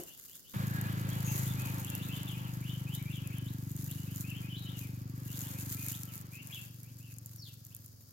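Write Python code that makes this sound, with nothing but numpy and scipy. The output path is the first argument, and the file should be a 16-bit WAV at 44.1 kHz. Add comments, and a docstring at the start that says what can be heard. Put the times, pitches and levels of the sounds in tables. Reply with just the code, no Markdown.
"""Lifting a frame from a beehive

A beekeeper eases a frame out of an open wooden hive in a garden. Creases buckle in thin plastic gloves,
the frames tick and scrape, and the box rings once at the outset. Small birds chirp in the trees and the
colony's wingbeats make a faint buzz. From half a second on, a train of low thuds, like a far
single-cylinder engine, throbs under it all and slowly runs down."""
import sys
import numpy as np
from scipy import signal
from scipy.fft import rfft, irfft, next_fast_len
from scipy.io import wavfile
from scipy.ndimage import uniform_filter1d

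SR = 44100
rng = np.random.default_rng(int(sys.argv[2]) if len(sys.argv) > 2 else 0)


def log_audio(samples):
    """Write samples as a 16-bit WAV file to the path given in sys.argv[1]."""
    # one column per channel
    frames = np.atleast_2d(samples).T
    # limit to full scale, then quantise
    limited = np.clip(frames, -1, 1)
    pcm = np.round(limited * 32767).astype(np.int16)
    wavfile.write(sys.argv[1], SR, pcm)


N = 358091
T = np.arange(N) / SR

# Crinkle as the hands reach, grip and pull. Each row: time in seconds, relative level in dB.
HAND_EFFORT = [(0.0, -56), (0.48, -63.5), (0.6, -55.5), (1.08, -56), (1.36, -45.5), (1.62, -53),
               (2.42, -60), (3.66, -62), (3.98, -58), (4.45, -62.5), (4.85, -61), (5.1, -70.5),
               (5.24, -58.5), (5.36, -51.5), (5.72, -50), (5.88, -44.5), (6.2, -70.5), (6.6, -58),
               (6.75, -65), (7.53, -64.5), (7.9, -66), (8.05, -68.5)]
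# Quick shifts of the fingers. Each row: start in seconds, length in seconds, relative level in dB.
FINGER_RUSTLES = [(0.033, 0.13, -60), (0.248, 0.19, -57.5), (1.538, 0.2, -48.5), (1.983, 0.42, -62),
                  (2.803, 0.052, -70), (2.922, 0.1, -52.5), (3.73, 0.19, -54), (4.135, 0.1, -47.5),
                  (4.753, 0.12, -53.5), (5.77, 0.25, -50.5), (6.109, 0.13, -52.5), (6.314, 0.073, -57),
                  (6.484, 0.15, -58)]
# Spectrum of the glove crinkle as coloured by the microphone. Each row: frequency in Hz, gain in dB.
CRINKLE_SPECTRUM = [(300, -36), (900, -19), (1550, -7.5), (2500, -13), (4000, -6.5), (5700, -7),
                    (6900, 0.5), (8300, -7), (10000, -2), (12000, 2.5), (13600, 5), (16000, -5)]
# Snaps of film and frame. Each row: start in seconds, relative peak in dB, left minus right in dB.
SNAP_EVENTS = [(0.0344, -31, 5), (0.541, -48, -2), (0.6689, -32.5, -1), (0.812, -30.5, 11),
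               (1.0899, -33, 3), (1.8464, -30.5, 5), (1.9002, -24.5, 1), (1.9505, -26, -4),
               (2.0862, -34, 1), (2.1425, -36, -5), (2.2313, -32, -2.5), (2.6122, -37.5, -1.5),
               (2.9492, -26.5, 0), (3.0255, -36, 1), (3.1692, -40, -4), (3.273, -31.5, 7), (3.3824, -34, 2),
               (3.715, -34.5, 0), (3.7638, -33, -1), (3.843, -32.5, 2), (3.912, -28, 6), (4.1596, -29, -2),
               (4.2078, -28, -1), (4.3021, -34.5, 4), (5.3907, -26, 0), (5.724, -32, 3),
               (5.8277, -29.5, -0.5), (5.8638, -24, 4), (5.8835, -23.5, 2), (6.0327, -25, 4),
               (6.0536, -33, 2), (6.1544, -30, 3), (6.1774, -33, -0.5), (6.2118, -35.5, 1),
               (6.353, -37.5, 0), (6.4715, -34, 12), (6.8313, -37, -6), (7.1392, -35, 3), (7.1838, -37, 15),
               (7.2594, -32, -1), (7.3607, -37.5, 4), (7.6495, -39, 1.5), (7.666, -38, 1),
               (7.7476, -33, -2), (7.7643, -35.5, 3), (7.8608, -39, 0)]
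# Spectrum of a snap. Each row: frequency in Hz, gain in dB.
SNAP_SPECTRUM = [(500, -35), (2500, -44), (5000, -14.5), (7000, 1.5), (9000, -9), (13000, 1.5),
                 (16000, -10)]
# Modes of the hive box. Each row: frequency in Hz, level in dB, time to fall 60 dB in seconds.
BOX_MODES = [(168.7, -61, 0.68), (320, -50, .17), (353, -41, 0.13), (406, -48, 0.1), (533, -51, 0.16),
             (670, -44.5, 0.04)]
# Spectrum of the box's loose parts. Each row: frequency in Hz, gain in dB.
RATTLE_SPECTRUM = [(60, -12), (330, 2), (800, -9), (1400, -17), (2200, -20), (6000, -23)]
# Bird notes that dip, then whip upward. Each row: start in seconds, length in seconds,
# first pitch in Hz, rise in octaves, dip in octaves, relative level in dB.
BIRD_WHITS = [(0.065, 0.076, 2840, 0.48, .08, -63), (0.28, 0.073, 2920, 0.42, 0.039, -64.5),
              (0.44, 0.057, 2970, 0.43, 0.071, -65), (0.868, 0.04, 2990, .25, .08, -59),
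              (1.443, 0.031, 2870, 0.32, 0.032, -59), (1.603, 0.038, 3070, 0.26, 0.016, -59),
              (1.648, 0.044, 2550, .28, 0.12, -55.5), (1.835, 0.055, 3030, 0.32, 0.18, -51.5),
              (1.913, 0.056, 2750, 0.19, 0.052, -55), (1.993, 0.045, 3034, 0.58, 0.18, -53),
              (2.088, 0.046, 2635, 0.29, 0.035, -53), (2.129, 0.041, 3300, 0.31, 0.19, -48),
              (2.17, 0.047, 2900, 0.35, 0.12, -52), (2.255, 0.054, 2980, 0.17, .15, -56.5),
              (2.334, 0.07, 2530, 0.47, 0.11, -56.5), (2.617, 0.058, 2286, 0.71, 0.027, -55),
              (2.666, 0.039, 3160, 0.36, 0.21, -51), (2.86, 0.078, 2483, 0.47, 0, -55),
              (2.917, 0.04, 3010, 0.47, 0.074, -53.5), (3.048, 0.073, 2310, 0.34, 0.02, -55),
              (3.295, 0.054, 2260, 0.52, 0.013, -57), (3.448, 0.045, 3070, 0.51, 0.074, -56),
              (3.887, 0.044, 2914, 0.67, .15, -56.5), (4.313, 0.048, 2700, .28, 0.13, -53.5),
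              (4.447, 0.057, 2560, 0.35, 0.14, -56), (4.532, 0.037, 3097, 0.31, 0.07, -52.5),
              (4.65, 0.056, 3058, 0.39, 0.092, -53), (5.276, 0.077, 2960, 0.5, .17, -59.5),
              (5.424, 0.065, 2970, 0.45, 0.081, -58.5), (5.848, 0.04, 2300, 0.3, 0.091, -58),
              (5.914, 0.041, 2940, 0.49, 0.1, -54), (6.826, 0.088, 2260, 0.62, .02, -70.5),
              (7.703, 0.034, 2660, .48, 0.097, -69)]
# Bird notes that glide up or down. Each row: start in seconds, length in seconds,
# first pitch in Hz, glide in octaves, relative level in dB.
BIRD_SLURS = [(0.0, 0.038, 2790, 0.17, -63), (0.83, 0.052, 2306, 0.14, -57.5),
              (1.01, 0.033, 2820, .12, -63), (1.105, 0.029, 3220, 0.034, -54),
              (1.154, 0.046, 2840, 0.1, -60), (1.239, 0.11, 6700, -0.087, -48.5),
              (1.27, 0.032, 2500, 0.17, -52.5), (1.31, 0.026, 2530, -0.23, -57),
              (1.332, 0.075, 6520, 0.18, -52), (1.46, 0.075, 3750, -0.14, -58),
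              (1.572, .06, 2404, 0.14, -54.5), (1.63, .075, 2640, -.17, -59),
              (2.266, 0.071, 3650, -0.35, -51), (2.44, 0.033, 3370, -0.3, -57),
              (2.462, 0.036, 2226, 0.34, -60.5), (2.685, 0.07, 3040, 0.01, -53),
              (2.979, 0.045, 2053, 0.25, -57), (3.119, 0.085, 3614, -0.38, -53),
              (3.238, 0.042, 2660, -0.11, -57.5), (3.355, 0.032, 3250, -0.1, -55.5),
              (3.963, 0.095, 2870, 0.04, -64.5), (4.067, .075, 2490, 0.36, -63),
              (4.235, 0.068, 2353, 0.3, -54.5), (4.291, 0.036, 2850, -0.13, -52.5),
              (4.362, 0.026, 3170, 0.008, -55), (4.425, 0.03, 2360, 0.1, -55),
              (4.497, 0.0446, 3190, -0.13, -50), (4.565, 0.025, 3860, 0.025, -51),
              (4.605, .055, 3830, -0.011, -57.5), (4.738, 0.045, 2974, -0.072, -56),
              (4.8, 0.068, 2620, -0.22, -60.5), (5.529, 0.09, 2254, 0.27, -60.5),
              (5.761, 0.11, 2383, 0.085, -57), (6.072, 0.071, 3360, -0.69, -62.5),
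              (6.315, 0.11, 2313, 0.29, -56), (6.496, 0.039, 2250, 0.52, -55),
              (6.524, 0.025, 3280, .03, -46), (6.55, 0.034, 3270, -0.38, -51),
              (6.997, 0.059, 2325, 0.43, -67.5), (7.034, 0.091, 2886, -0.21, -64.5)]
# Engine speed. Each row: time in seconds, firings per second.
FIRING_RATE = [(0.53, 26.925), (1.3, 26.172), (2.2, 25.173), (3.0, 24.546), (3.7, 24.385), (4.4, 24.599),
               (5.2, 24.465), (6.1, 24.409), (6.8, 23.67), (7.5, 22.357), (8.12, 20.989)]
# Spectrum of one exhaust thud. Each row: frequency in Hz, gain in dB.
PIPE_SPECTRUM = [(20, -60), (48, -18.5), (72, -14.5), (98, 0), (120, 6), (150, 0), (175, -2), (200, -7.5),
                 (232, -19.5), (275, -13.5), (320, -21.5), (385, -31.5), (440, -46.5), (650, -70),
                 (1500, -71.5)]
# Spectrum of a puff of gas. Each row: frequency in Hz, gain in dB.
PUFF_SPECTRUM = [(100, -16), (190, -5), (270, 2), (370, -4), (480, -22.5), (1000, -47)]
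# The thud's low part, set by engine load. Each row: time in seconds, relative level in dB.
THUD_LEVEL = [(0.63, -36), (0.95, -37), (1.34, -35.3), (1.9, -41.5), (2.5, -41.5), (2.72, -40), (4.0, -42),
              (5.2, -43.5), (5.9, -44.5), (6.1, -48.5), (6.4, -51), (7.33, -51), (7.85, -56.5), (8.1, -60)]
# The thud's upper part, its bark. Each row: time in seconds, relative level in dB.
BARK_LEVEL = [(0.58, -52.5), (1.81, -50.5), (2.82, -54), (3.52, -50.5), (4.24, -53.5), (5.75, -52.5),
              (6.55, -63.5), (7.9, -72), (8.1, -94)]
# Dulling as the throttle closes. Each row: time in seconds, low-passed share of the thud from 0 to 1.
THUD_DULLING = [(6.0, 0), (6.75, 0.67)]
# Spectrum of the resonant wash. Each row: frequency in Hz, gain in dB.
WASH_SPECTRUM = [(25, -10.5), (150, 15.5), (330, 3.5), (600, -2), (950, -2), (1450, 0.5), (1800, -2),
                 (2200, -3), (3000, -6), (4500, -8.5), (9000, -40.5)]
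# Midrange resonances in the wash. Each row: frequency in Hz, bandwidth in Hz, mean gain in dB.
WASH_RESONANCES = [(524, 23, -2), (910, 105, -3), (1040, 50, -4), (1130, 62, -5.5), (1334, 31, -0.5),
                   (1656, 54, 3), (1944, 52, -8.5)]
# The wash: far engine clatter, then the frame scraping at 5.3-6.7 s.
# Each row: time in seconds, relative level in dB.
WASH_ENVELOPE = [(0.6, -51.5), (0.95, -53.5), (1.35, -52.5), (2.1, -55.5), (2.85, -64.5), (3.3, -63.5),
                 (3.72, -68), (4.15, -63), (4.45, -66.5), (4.7, -63.5), (5.15, -69), (5.42, -61),
                 (5.9, -62.5), (6.02, -67.5), (6.15, -63), (6.33, -70.5), (6.6, -65.5), (6.74, -76),
                 (8.1, -84.5)]
# The buzz grows as the gap between the frames opens. Each row: time in seconds, level in dB.
COLONY_LEVEL = [(0.0, -79.5), (6.2, -73), (6.8, -65), (8.12, -69)]
# The colony's low murmur and the garden's hiss. 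Each row: frequency in Hz, gain in dB.
AIR_SPECTRUM = [(30, 2), (110, 17), (260, 7.5), (500, 4), (800, -6), (1400, -6), (2100, -21), (3500, -15),
                (4800, 4.5), (7000, -6), (8800, -30), (13000, -19), (16000, 2)]
# Imbalance of the two microphone ports. Each row: frequency in Hz, left minus right in dB.
PORT_BALANCE = [(500, 3.5), (2500, 3), (4500, 1.5), (6800, 10), (8500, 5), (11000, -1), (15000, -3.5)]


def gloves(crinkle_db=5.5, rustle_db=2, rub_db=-3, buckles_per_s=1600, ticks_per_s=34, ring_s=.00053):
    """Buckling: creases in the film give way in tiny bursts over the friction noise of film and sleeve."""
    power = undb(curve(HAND_EFFORT) + crinkle_db) ** 2
    for start, length, db in FINGER_RUSTLES:
        add(power, start, undb(db + rustle_db) ** 2 * signal.windows.tukey(int(length * SR), .6))
    effort_db = 10 * np.log10(power)
    buckles = rng.random(N) < buckles_per_s / SR
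    sizes = undb(7 * np.minimum(rng.exponential(size=N), 3.4))
    ticks = 18 * (rng.random(N) < ticks_per_s / SR) * rng.random(N)
    ticks *= undb((effort_db.mean() - effort_db) / 2)  # they stand out while the hands are nearly still
    energy = decay(buckles * sizes ** 2 + ticks ** 2, ring_s)
    creases = unit(np.sqrt(energy) * stereo_noise())
    rub = undb(rub_db) * stereo_noise()
    crinkle = unit(ports(colour(creases + rub, CRINKLE_SPECTRUM)))
    return crinkle * undb(effort_db + 2 * walk(60))


def snaps(gain_db=8, burst_s=.00063, settle_db=-20, settle_s=.0045, ring_range_hz=(10500, 14700)):
    """Impulsive excitation: each snap of film or frame drives its own broad resonance, then settles."""
    out, t = np.zeros((2, N)), T[:SR // 25]
    envelope = np.exp(-t / burst_s) + undb(settle_db) * np.exp(-t / settle_s)
    for start, db, side_db in SNAP_EVENTS:
        burst = stereo_noise(len(t)) * envelope
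        burst += resonate(burst, rng.uniform(*ring_range_hz), q=3)
        burst /= np.abs(burst).max(axis=1, keepdims=True)
        add(out, start + .001, burst * undb(db + gain_db) * pan(side_db))
    return colour(out, SNAP_SPECTRUM)


def box_knock(rattle_db=-51, rattle_t60=.28, yard_db=-63, yard_t60=1.3):
    """Damped modes: the knocked box rings, its loose parts rattle and the yard reverberates."""
    ring = sum(undb(db - 60 * T / t60) * np.sin(2 * np.pi * hz * T) for hz, db, t60 in BOX_MODES)
    rattle = unit(colour(stereo_noise(), RATTLE_SPECTRUM))
    envelope = undb(rattle_db - 60 * T / rattle_t60) + undb(yard_db - 60 * T / yard_t60)
    return ring + rattle * envelope


def birds(trees_t60=.58):
    """Modulation sidebands: a fast, uneven tremor makes the whistles hoarse; the trees scatter them."""
    wobble = walk(700)
    song = falling_note(wobble)
    for start, length, hz, rise, dip, db in BIRD_WHITS:
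        progress = np.linspace(0, 1, int(length * SR))
        glide = rise * progress ** 2.016 - dip * np.sin(np.pi * progress)
        add(song, start, undb(db) * bird_note(hz, glide, wobble[T >= start], db_per_octave=5))
    for start, length, hz, octaves, db in BIRD_SLURS:
        glide = octaves * np.linspace(0, 1, int(length * SR)) ** .85
        add(song, start, undb(db) * bird_note(hz, glide, wobble[T >= start], db_per_octave=-3))
    direct = undb(-4.2) * song * undb(1.5 * walk(150)) * (1 + .35 * walk(1100))
    roughened = song * (.75 + .55 * walk(450) + .45 * walk(1300))
    echoes = undb(-.8) * scatter(roughened, trees_t60, early_db=0, early_s=.028)
    return (direct + echoes) * pan(4.7)


def bird_note(start_hz, glide, wobble, db_per_octave):
    """Frequency modulation: a whistle glides in octaves, less steady the further from its first pitch."""
    unsteadiness = (.015 + .022 * abs(glide)) * wobble[:len(glide)]
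    hz = start_hz * 2 ** glide * (1 + unsteadiness)
    swell = signal.windows.tukey(len(glide), .27) * undb(db_per_octave * abs(glide))
    return unit(np.sin(phase(hz)) * swell)


def falling_note(wobble, start_s=7.368, length_s=.15, start_hz=6450, fall_octaves=1.4, gain_db=-57):
    """Exponential sweep: one long bird note swells, slides down and dies away while still falling."""
    out, t = np.zeros(N), T[:int(length_s * SR)]
    hz = start_hz * 2 ** (-fall_octaves * t / length_s) * (1 + .03 * wobble[:len(t)])
    attack = np.minimum(t / .022, 1) ** 2
    release = np.exp(-np.maximum(t - .088, 0) / .03)
    add(out, start_s, undb(gain_db) * unit(np.sin(phase(hz)) * attack * release))
    return out


def throb_and_wash(onset_s=.538, echo_db=-21):
    """Superposition: the exhaust arrives from the right with its echoes and a resonant wash."""
    rate = curve(FIRING_RATE)
    throb = exhaust(firings(rate), rate)
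    wash = resonant_wash()
    echoes = undb(echo_db) * scatter(throb, t60=.54)
    return (from_right(throb) * pan(1.24) + echoes + wash) * (T > onset_s)


def firings(rate, first_s=.5573, jitter_s=.00014, uneven_db=.5):
    """A quasi-periodic pulse train: one firing a cycle, slightly uneven in time and strength."""
    cycles = np.cumsum(rate * (T > first_s)) / SR
    due = np.flatnonzero(np.diff(np.ceil(cycles)))
    timing, strength = rng.standard_normal((len(due), 2)).T
    fired = due + (jitter_s * SR * timing).astype(int)
    pulses = np.zeros(N)
    pulses[np.clip(fired, 0, N - 1)] = undb(uneven_db * strength)
    return pulses


def exhaust(pulses, rate, split_hz=225, dull_hz=178, puff_s=.025):
    """Pulsed flow: each firing gives a low thud, a higher bark and a turbulent puff of gas."""
    pipe = long_path(pipe_ring(pulses, rate))
    lows = lowpass(pipe, split_hz)
    bark = unit(pipe - lows)
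    thud = unit(lows + curve(THUD_DULLING) * (lowpass(lows, dull_hz) - lows))
    gas = decay(pulses, puff_s) * rng.standard_normal(N)
    puff = unit(colour(gas, PUFF_SPECTRUM)[0])
    upper = undb(-1.9) * bark + undb(-12) * puff
    return undb(curve(THUD_LEVEL) + .25) * thud + undb(curve(BARK_LEVEL)) * upper


def pipe_ring(pulses, rate, reference_rate_hz=24.82):
    """Resonance: each firing rings the pipe, slower and lower as the engine runs down."""
    ring = colour(signal.unit_impulse(N), PIPE_SPECTRUM)[0]
    out, t = np.zeros(N), T[:SR // 6]
    for i in np.flatnonzero(pulses):
        pitch_ratio = (rate[i] / reference_rate_hz) ** .75
        add(out, T[i], pulses[i] * np.interp(t * pitch_ratio, t, ring[:len(t)], right=0))
    return out


def long_path(x, detours_s=(.006, .0105, .017)):
    """Dispersion and interference: the lows lag, and detours through moving air make the colour waver."""
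    dispersed = 2 * resonate(x, hz=180, q=.74) - x  # an all-pass filter
    return dispersed + sum(.105 * walk(3.5) * delay(dispersed, lag) for lag in detours_s)


def resonant_wash(gain_db=7.5, diffuse_db=-3):
    """Noise-driven midrange resonances: far engine clatter, then the frame scraping as it is pulled."""
    direct = from_right(rng.standard_normal(N))
    wash = colour(direct + undb(diffuse_db) * stereo_noise(), WASH_SPECTRUM)
    ringing = sum(undb(db + 4.4 * walk(6)) * resonate(wash, hz, hz / width)
                  for hz, width, db in WASH_RESONANCES)
    return unit(wash + ringing) * undb(curve(WASH_ENVELOPE) + gain_db + walk(20))


def colony(bees=24, wing_hz=240, pitch_spread=.13, overtone_db=-18):
    """Incoherent addition: wingbeats, each at its own wandering rate, merge into a blurred buzz."""
    out = np.zeros((2, N))
    for detune, side in rng.standard_normal((bees, 2)):
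        beat = phase(wing_hz * np.exp(pitch_spread * detune + .07 * walk(20)))
        buzz = np.sin(beat) + undb(overtone_db) * np.sin(2 * beat)
        out += buzz * undb(3 * walk(7)) * pan(2 * side)
    return unit(out) * undb(curve(COLONY_LEVEL))


def far_whistle(hz=1333, gain_db=-66):
    """Reverberant field: a faint, unsteady whistle from far off arrives as diffuse echo."""
    note = np.sin(phase(hz * (1 + .016 * walk(90))))
    swell = np.interp(T, [5.58, 5.68, 6.12, 6.2], [0, 1, 1, 0])
    return scatter(note * swell, t60=1) * undb(gain_db)


def air(db=-62):
    """Ambient noise: a soft, nearly steady murmur and hiss surround the hive."""
    return unit(ports(colour(stereo_noise(), AIR_SPECTRUM))) * undb(db + walk(2.26))


def scatter(x, t60, early_db=5, early_s=.051):
    """Diffuse reflection: quick echoes from ground and leaves, then a tail from trees and walls."""
    t = T[:SR]
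    tail = stereo_noise(SR) * (undb(-60 * t / t60) + undb(early_db) * np.exp(-t / early_s))
    tail /= np.sqrt(np.sum(tail ** 2) / 2)
    return signal.fftconvolve(np.atleast_2d(x), tail, axes=1)[:, :N]


def from_right(x, lag_s=.00035):
    """Path difference: sound from the right reaches the left port later."""
    return np.array([delay(x, lag_s), x])


def ports(x):
    """Frequency response: each microphone port colours the sound in its own way."""
    size = next_fast_len(N)
    return irfft(rfft(x, size) * pan(spectrum_db(PORT_BALANCE, size)), size)[:, :N]


def colour(x, spectrum, size=16384):
    """Causality: a minimum-phase filter of the given spectrum rings after a hit, never before."""
    cepstrum = irfft(np.log(undb(spectrum_db(spectrum, size))))
    cepstrum[1:size // 2] *= 2
    cepstrum[size // 2 + 1:] = 0
    response = irfft(np.exp(rfft(cepstrum)))[:size // 2]
    return signal.fftconvolve(np.atleast_2d(x), response[None], axes=1)[:, :N]


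def spectrum_db(table, size):
    """Interpolation in log frequency gives a gain in dB for each FFT bin."""
    hz, db = np.transpose(table)
    return np.interp(np.log(np.fft.rfftfreq(size, 1 / SR) + 1), np.log(hz), db)


def resonate(x, hz, q):
    """A second-order resonator passes a band hz / q wide."""
    return signal.lfilter(*signal.iirpeak(hz, q, SR), x)


def lowpass(x, hz):
    """Zero-phase filtering removes the highs without delay."""
    return signal.sosfiltfilt(signal.butter(4, hz, fs=SR, output="sos"), x)


def decay(pulses, time_constant_s):
    """Exponential decay follows each pulse."""
    return signal.lfilter([1], [1, -np.exp(-1 / (time_constant_s * SR))], pulses)


def delay(x, lag_s):
    """Travel time shifts a signal later."""
    return np.interp(T - lag_s, T, x)


def phase(hz):
    """Phase is the running integral of frequency."""
    return 2 * np.pi * np.cumsum(hz) / SR


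def walk(rate_hz):
    """Smoothed random steps give a wander of rms 1."""
    hold = int(SR / rate_hz)
    steps = np.repeat(rng.standard_normal(N // hold + 1), hold)
    return unit(uniform_filter1d(uniform_filter1d(steps, hold), hold)[:N])


def stereo_noise(samples=N):
    """White noise, uncorrelated between the sides."""
    return rng.standard_normal((2, samples))


def curve(table):
    """Linear interpolation in time gives a value per sample."""
    return np.interp(T, *np.transpose(table))


def add(out, start_s, sound):
    """Superpose a sound at a given time."""
    i = max(int(start_s * SR), 0)
    out[..., i:i + sound.shape[-1]] += sound[..., :N - i]


def pan(db):
    """A level difference sets the left and right gains."""
    return undb(np.array([[.5], [-.5]]) * db)


def undb(db):
    """Decibels to amplitude ratio."""
    return 10 ** (np.asarray(db) / 20)


def unit(x):
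    """Normalise to rms 1."""
    return x / np.sqrt(np.mean(x ** 2))


def scene():
    """Superposition: the pressures of all sources add."""
    return gloves() + snaps() + box_knock() + birds() + throb_and_wash() + colony() + far_whistle() + air()


def record(dry, top_hz=16000):
    """Band limiting: a steep low-pass cuts the highest treble."""
    return signal.sosfilt(signal.ellip(10, .2, 70, top_hz, fs=SR, output="sos"), dry)


dry = scene()
out = record(dry)
log_audio(out)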